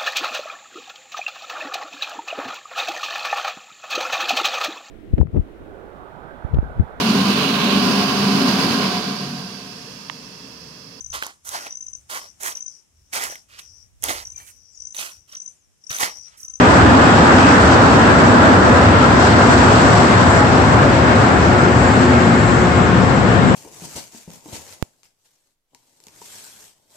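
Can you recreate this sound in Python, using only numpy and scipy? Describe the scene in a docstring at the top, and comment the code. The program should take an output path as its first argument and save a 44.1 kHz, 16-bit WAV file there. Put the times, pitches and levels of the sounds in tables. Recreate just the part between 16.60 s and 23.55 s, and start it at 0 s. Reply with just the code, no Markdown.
"""A rubber-tyred metro train rolls past at arm's length, braking evenly along a hard-walled platform.
Its tyres boom and roar and its power pick-up shoes hiss, fading as it slows and swelling as each
wheel or bogie (wheel frame) goes by. The car bodies rumble, brake blocks rub and air escapes in puffs.
Later a motor car draws level, with blowing fans, a gearbox drone, and falling whines and an
electric buzz that flicker in their own echoes."""
import sys
import numpy as np
from scipy import signal
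from scipy.fft import rfft, irfft, next_fast_len
from scipy.io import wavfile
from scipy.ndimage import uniform_filter1d, minimum_filter1d

SR = 44100
rng = np.random.default_rng(int(sys.argv[2]) if len(sys.argv) > 2 else 0)


def store_pcm(level_fs):
    """Save levels as 16-bit WAV."""
    pcm = np.round(np.clip(level_fs, -1, 1) * 32767).astype(np.int16)
    wavfile.write(sys.argv[1], SR, np.atleast_2d(pcm).T)


N = 306487
TIME = np.arange(N) / SR
FFT_SIZE = next_fast_len(N)
FREQ_HZ = np.maximum(np.arange(FFT_SIZE // 2 + 1) * SR / FFT_SIZE, 1)
START_SPEED_M_S, BRAKING_M_S2 = 8.4, 0.76
SPEED_M_S = START_SPEED_M_S - BRAKING_M_S2 * TIME


def gain(db):
    """Turn decibels into a number to multiply by."""
    return 10 ** (np.asarray(db) / 20)


def curves(table):
    """Join a table's timed rows with straight lines, giving one curve for each value column."""
    times, *columns = np.transpose(table)
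    return [np.interp(TIME, times, column) for column in columns]


def pan(left_db):
    """Left and right gains that make the left side louder by left_db."""
    return gain(np.array([left_db, -left_db]) / 2).reshape(2, -1)


def wander(rate_hz):
    """A smooth random wobble, mostly between -1 and 1."""
    steps = rng.standard_normal(int(N / SR * rate_hz) + 4)
    smooth = signal.resample_poly(steps, up=8, down=1)
    places = np.linspace(0, len(steps), len(smooth), endpoint=False)
    return np.interp(TIME * rate_hz + 1, places, smooth)


def swell(peak_s, length_s, level_db):
    """One rounded rise and fall."""
    return gain(level_db) * np.cos(np.pi * np.clip((TIME - peak_s) / length_s, -0.5, 0.5))


def noise_spectrum(shape, mic_gap_m=0.16):
    """Noise from all sides: long waves reach both microphones alike, short ones do not."""
    hz, db = np.transpose(shape)
    weight = gain(np.interp(np.log(FREQ_HZ), np.log(hz), db, left=-90, right=-90))
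    weight = weight / np.sqrt(np.mean(weight ** 2))
    likeness = 0.95 * np.sinc(2 * FREQ_HZ * mic_gap_m / 343)
    middle, side = rfft(rng.standard_normal((2, FFT_SIZE))) * weight
    side = side * np.sqrt((1 - likeness) / (1 + likeness))
    return np.array([middle + side, middle - side])


def noise(shape, level_db=0):
    """Stereo noise whose shape says how strong each pitch is next to the others."""
    return irfft(noise_spectrum(shape), FFT_SIZE)[:, :N] * gain(level_db)


def flickering_noise(shape, flicker_db, rate_hz, bands):
    """Noise in overlapping bands, each swelling and sinking on its own."""
    spectrum = noise_spectrum(shape)
    place = np.interp(np.log(FREQ_HZ), np.log([shape[0][0], shape[-1][0]]), [0, bands - 1])
    sound = 0
    for band in range(bands):
        share = np.maximum(1 - abs(place - band), 0)
        sound += irfft(spectrum * share, FFT_SIZE)[:, :N] * gain(flicker_db * wander(rate_hz))
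    return sound


def steady(sound, window_s):
    """Even out the slow swells of a noise, leaving its quick flutter."""
    power = uniform_filter1d(sound.mean(axis=0) ** 2, int(window_s * SR))
    return sound / np.sqrt(power + 1e-9)


def hall(sound, echo_db, decay_s=1.4):
    """Add the long echo of the concrete station, different in each ear."""
    t = TIME[:2 * SR]
    tail = rng.standard_normal((2, len(t))) * gain(-60 * t / decay_s)
    tail = tail / np.sqrt(np.sum(tail ** 2, axis=1, keepdims=True))
    echo = signal.fftconvolve(sound[None], tail, axes=1)[:, :N]
    return (sound + gain(echo_db) * echo) / np.sqrt(1 + gain(echo_db) ** 2)


def echoed_tone(phase, echo_db, spread_hz):
    """Echoes off the moving cars come back slightly out of tune and make a tone flicker."""
    echo = gain(echo_db)
    in_step = 1 + echo * wander(spread_hz) / np.sqrt(2)
    out_of_step = echo * wander(spread_hz) / np.sqrt(2)
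    return (in_step * np.sin(phase) + out_of_step * np.cos(phase)) * np.sqrt(2 / (1 + echo ** 2))


def nearness_db(pass_s, reach_m):
    """A part is loudest as it passes the listener, and has half that power reach_m along the track."""
    travel_m = np.cumsum(SPEED_M_S) / SR
    away_m = travel_m - np.interp(pass_s, TIME, travel_m)
    return -10 * np.log10(1 + (away_m / reach_m) ** 2)


def rolling_db(passes, reach_m, start_db, halving_db):
    """The train loses halving_db each time its speed halves; near parts stand out as they pass."""
    power = gain(start_db + halving_db * np.log2(SPEED_M_S / START_SPEED_M_S)) ** 2
    for pass_s, db in passes:
        power += gain(db + nearness_db(pass_s, reach_m)) ** 2
    return 10 * np.log10(power)


# The thin hiss of an air jet: pitch_hz, relative_db
AIR_SHAPE = [(5500, -19.5), (7200, 4), (8300, -3), (9000, -10.5), (14500, -7.5), (16000, -18.5)]
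# Puffs of air: peak_s, length_s, level_db
AIR_PUFFS = [(0.5, 0.4, -47), (3.25, 0.98, -46), (3.74, 0.23, -44), (5.305, 0.44, -46), (5.9, 0.69, -47),
             (6.892, 0.077, -47)]

def air_puffs():
    """Compressed air escapes under the passing cars."""
    return noise(AIR_SHAPE) * sum(swell(*puff) for puff in AIR_PUFFS)


# The rasp of a brake block: pitch_hz, relative_db
BRAKE_SHAPE = [(2200, -19), (2500, -2), (2800, -5), (3300, -8.5), (4000, -15.5)]
# Moments of rubbing: peak_s, length_s, level_db
BRAKE_RUBS = [(0.045, 0.15, -34), (0.45, 0.53, -31.5), (0.85, 0.38, -32.5), (1.15, 0.2, -31),
              (1.42, 0.35, -34), (2.3, 0.6, -37), (3.06, 0.17, -31.5), (4.426, 0.5, -36), (5.2, 1.2, -40.5),
              (6.25, 0.62, -37.5), (6.8, 0.59, -38)]

def brakes():
    """The brake blocks rub and rasp, on and off."""
    rasp = flickering_noise(BRAKE_SHAPE, flicker_db=3, rate_hz=20, bands=4)
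    return rasp * sum(swell(*rub) for rub in BRAKE_RUBS) * pan(3.1)


# The hollow rush of the fans: pitch_hz, relative_db
FAN_SHAPE = [(250, -17.5), (340, 1.5), (440, 0.5), (520, 4), (640, -13)]
# The hiss of their grilles: pitch_hz, relative_db
GRILLE_SHAPE = [(1500, -16), (1900, -1.5), (2150, -0.5), (2400, -3.5), (3200, -15.5)]

def fans():
    """The motor car's cooling fans blow through grilles and do not slow with the wheels."""
    rush = noise(FAN_SHAPE, level_db=-23 + nearness_db(pass_s=6.7, reach_m=3.3))
    hiss = noise(GRILLE_SHAPE, level_db=-34.5 + nearness_db(pass_s=5.2, reach_m=9))
    return rush + hiss


# The gearbox's note: time_s, pitch_hz, level_db
GEARBOX_NOTE = [(0, 285, -25), (3, 241.6, -35), (5.3, 200.3, -40.5), (5.9, 188.1, -33),
                (6.33, 188.8, -20.5), (6.58, 188.8, -34), (6.8, 186, -18.5), (6.95, 187.8, -18)]

def gearbox():
    """The gears make a wavering drone that falls as the wheels slow."""
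    hz, level_db = curves(GEARBOX_NOTE)
    phase = 2 * np.pi * np.cumsum(hz * (1 + 0.01254 * wander(12))) / SR
    return hall(np.sqrt(2) * np.sin(phase) * gain(level_db), echo_db=-1)


# Motors going by: peak_s, length_s, pitch_hz, level_db
MOTOR_WHINES = [(3.3, 0.7, 1220, -29), (3.9, 0.6, 800, -26.5), (4.44, 0.9, 534.6, -24),
                (5.55, 0.7, 241.8, -17)]

def motors(fall_octaves_per_s=0.56):
    """Each motor's rough whine slides down as it goes by."""
    whines = 0
    for peak_s, length_s, hz, db in MOTOR_WHINES:
        pitch_hz = hz * 2 ** (-fall_octaves_per_s * (TIME - peak_s)) * (1 + 0.00912 * wander(25))
        phase = 2 * np.pi * np.cumsum(pitch_hz) / SR
        whines += swell(peak_s, length_s, db) * echoed_tone(phase, echo_db=-7, spread_hz=32)
    return hall(whines, echo_db=-16.5)


# The buzz's lowest note, sinking a little as the car passes: time_s, pitch_hz
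BUZZ_PITCH = [(0, 361), (4.8, 362.4), (5.25, 360.7), (5.5, 361.4), (5.85, 359.6), (6.95, 358)]
# Its tones, with the multiples in between filled in: pitch_multiple, relative_db
BUZZ_TONES = [(1, -28.5), (2, -31.5), (3, -36.5), (4, -42), (5, -37), (6, -36.5), (7, -46), (9, -47.5),
              (12, -48.5), (14, -52), (18, -53.5), (21, -53.5), (24, -64), (35, -68.5), (41, -54)]
# Loud spots of a tone's standing wave going by: peak_s, length_s, pitch_multiple, level_db
BUZZ_SWELLS = [(3.603, 0.35, 1, -30), (5.02, 0.34, 1, -28), (5.57, 0.63, 1, -21.5), (6, 0.5, 1, -31.5),
               (3.3, 0.35, 2, -30), (4.15, 0.3, 2, -34), (4.75, 0.9, 2, -33), (5.25, 0.25, 2, -38),
               (5.703, 0.27, 2, -40), (6.15, 0.35, 2, -34), (6.75, 0.19, 2, -30), (6.27, 0.81, 3, -35.5),
               (6.55, 1, 5, -44), (4.553, 0.5, 6, -45), (5.65, 0.45, 6, -46), (7.6, 0.37, 6, -46)]

def coil_buzz():
    """Ripple left in the rectified mains power shakes the coils; vents let the high tones out."""
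    hz, = curves(BUZZ_PITCH)
    coils_db = -1.7 + nearness_db(pass_s=3.9, reach_m=11)
    vents_db = 2.9 + nearness_db(pass_s=5.76, reach_m=3)
    phase = 2 * np.pi * np.cumsum(hz * (1 + 0.000888 * wander(14))) / SR
    multiples, tone_db = np.transpose(BUZZ_TONES)
    buzz = 0
    for k in np.arange(1, multiples[-1] + 1):
        beamed = min(np.log(k) / np.log(12), 1)  # high tones leave in a narrow beam
        level = gain(np.interp(k, multiples, tone_db) + coils_db + beamed * vents_db)
        for peak_s, length_s, multiple, db in BUZZ_SWELLS:
            if multiple == k:
                level += swell(peak_s, length_s, db)
        tone_phase = k * phase + rng.uniform(0, 2 * np.pi)
        buzz += level * echoed_tone(tone_phase, echo_db=-5.5 + 6 * beamed, spread_hz=12 * np.sqrt(k))
    return hall(buzz, echo_db=-13) * pan(1.3)


# The notes that wheels and axles ring at: pitch_hz, width_hz, relative_db
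WHEEL_NOTES = [(669, 30, -20.5), (996, 35, -19.5), (1347, 28, -21.5), (1602, 58, -25)]

def wheel_ringing(roar_db):
    """Bumps in the track set wheels and axles ringing briefly, now one note, now another."""
    ringing = 0
    for hz, width_hz, db in WHEEL_NOTES:
        note = noise([(hz - 2 * width_hz, -22), (hz, 0), (hz + 2 * width_hz, -22)], db)
        flare_db = 4 * np.minimum(wander(5), 1.5)
        ringing += note * gain(flare_db)
    return ringing * gain(roar_db + nearness_db(pass_s=2.26, reach_m=9.1))


# The deep thud of a bouncing car: pitch_hz, relative_db
BOUNCE_SHAPE = [(45, -21), (57, -10), (70, 2), (82, 4), (95, -18)]
# Bounces: peak_s, length_s, level_db
BOUNCES = [(0.22, 0.3, -18.5), (1.05, 0.25, -19.5), (2.253, 0.35, -23), (3.102, 0.41, -20), (5.2, 0.2, -22),
           (6.35, 0.25, -23)]

def bounces():
    """Now and then a car bounces on its springs and the deep bass swells."""
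    thud = steady(noise(BOUNCE_SHAPE), window_s=0.12)
    return thud * sum(swell(*bounce) for bounce in BOUNCES) * pan(0.8)


# The drumming of a floor panel: pitch_hz, relative_db
FLOOR_SHAPE = [(65, -23), (90, 0), (108, -2), (128, -0.5), (165, -14.5)]
# Panels going by: pass_s, level_db
FLOOR_PASSES = [(0.17, -16.5), (2.35, -23), (3.45, -18.5), (4.15, -18.5)]

def floors():
    """Floor panels drum, each loudest as it goes by."""
    power = sum(gain(db + nearness_db(pass_s, reach_m=0.89)) ** 2 for pass_s, db in FLOOR_PASSES)
    return steady(noise(FLOOR_SHAPE), window_s=0.25) * np.sqrt(power) * pan(0.5)


# The rumble of the cars: pitch_hz, relative_db
BODY_SHAPE = [(15, -32.5), (36, -29), (48, -18), (62, -7), (78, -2), (105, 0.5), (128, -1.5), (150, -5),
              (185, -2), (230, -13.5), (330, -25)]

def car_bodies(level_db=-15.5):
    """Car floors and sides shake over the track and fill the platform with rumble."""
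    return steady(noise(BODY_SHAPE), window_s=0.26) * gain(level_db) * pan(0.56)


# Wheel frames going by: pass_s, tyre_roar_db, shoe_hiss_db
BOGIE_PASSES = [(0.9, -24, -32.5), (3.15, -18.5, -30.5)]

def bogie_levels():
    """Tyre roar and shoe hiss swell as a wheel frame passes; the uneven track jolts both together."""
    pass_s, near_roar_db, near_hiss_db = np.transpose(BOGIE_PASSES)
    roar_db = rolling_db(zip(pass_s, near_roar_db), reach_m=2.2, start_db=-11, halving_db=5.78)
    hiss_db = rolling_db(zip(pass_s, near_hiss_db), reach_m=2.2, start_db=-31.5, halving_db=6.2)
    jolt_db = 0.5 * wander(25)
    return roar_db + jolt_db, hiss_db + jolt_db


# The hiss of a sliding shoe: pitch_hz, relative_db
SHOE_SHAPE = [(1200, -9), (2700, 2), (3600, -1.5), (4700, 0.4), (5800, -3.5), (7000, -8.5), (8200, -11),
              (9000, -18.5), (16000, -16.5)]
# Moments of harder scraping: peak_s, length_s, level_db
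SHOE_SCRAPES = [(0.77, 0.09, -34), (0.89, 0.18, -35), (1.13, 0.12, -32), (2.68, 0.24, -34.5),
                (2.98, 0.22, -36), (3.2, 0.2, -41), (3.35, 0.14, -33), (3.5, 0.09, -38)]

def shoes(hiss_db):
    """Power pick-up shoes slide on the guide bars; uneven contact makes their hiss flutter."""
    contact_db = 0.51 * wander(22) + 0.5 * wander(90)
    hiss = flickering_noise(SHOE_SHAPE, flicker_db=1, rate_hz=14, bands=6)
    power = gain(hiss_db) ** 2 + sum(swell(*scrape) ** 2 for scrape in SHOE_SCRAPES)
    return hiss * np.sqrt(power) * gain(contact_db) * pan(1.3)


# The boom of the air in a tyre: pitch_hz, relative_db
BOOM_SHAPE = [(150, -35), (205, -7.5), (243, 1.5), (270, -2.5), (310, -9.5), (420, -19)]
# The roar of the treads: pitch_hz, relative_db
ROAR_SHAPE = [(150, -10), (310, 0.5), (480, 0), (680, -1), (900, -2), (1200, -4), (1550, -5.5),
              (1850, -10.5), (2200, -16.5), (2900, -22), (4200, -28.5), (9000, -54)]
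# Booming tyres going by: pass_s, level_db
TYRE_PASSES = [(0.3, -13.5), (0.85, -13.5), (1.42, -16), (1.82, -14.5), (2.9, -15), (4.55, -22.5),
               (6.9, -23)]

def tyres(roar_db):
    """The ring of air inside each tyre booms while the treads roar on the track."""
    boom_db = rolling_db(TYRE_PASSES, reach_m=0.92, start_db=-18, halving_db=2.3)
    boom = steady(noise(BOOM_SHAPE), window_s=0.28)
    roar = flickering_noise(ROAR_SHAPE, flicker_db=0.73, rate_hz=9, bands=12)
    return boom * gain(boom_db) * pan(-0.3) + roar * gain(roar_db) * pan(-0.37)


def scene():
    """All parts of the train, drifting a little to the left."""
    roar_db, hiss_db = bogie_levels()
    rumble = car_bodies() + floors() + bounces()
    rolling = tyres(roar_db) + wheel_ringing(roar_db) + shoes(hiss_db)
    machines = coil_buzz() + fans() + gearbox() + motors() + brakes() + air_puffs()
    return (rumble + rolling + machines) * pan(0.5 + 0.48 * TIME)


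def record(dry):
    """Two microphone openings ring, a limiter holds down peaks, and only a trace of the top gets by."""
    ring_hz, width_hz, left_right_boost_db = 7600, 640, [10.6, 3.9]
    ring = signal.lfilter(*signal.iirpeak(ring_hz, ring_hz / width_hz, fs=SR), dry)
    sound = dry + (gain(left_right_boost_db)[:, None] - 1) * ring
    turn_down = 1 / np.maximum(abs(sound) / 0.97, 1)
    sound = sound * uniform_filter1d(minimum_filter1d(turn_down, size=129), size=129)
    top_hz, leak_hz, leak_db = 8850, (11900, 15700), -17.5
    leak = signal.sosfilt(signal.ellip(6, 0.5, 60, leak_hz, "bandpass", fs=SR, output="sos"), sound)
    body = signal.sosfilt(signal.ellip(10, 0.2, 80, top_hz, fs=SR, output="sos"), sound)
    return body + gain(leak_db) * leak


dry = scene()
out = record(dry)
store_pcm(out)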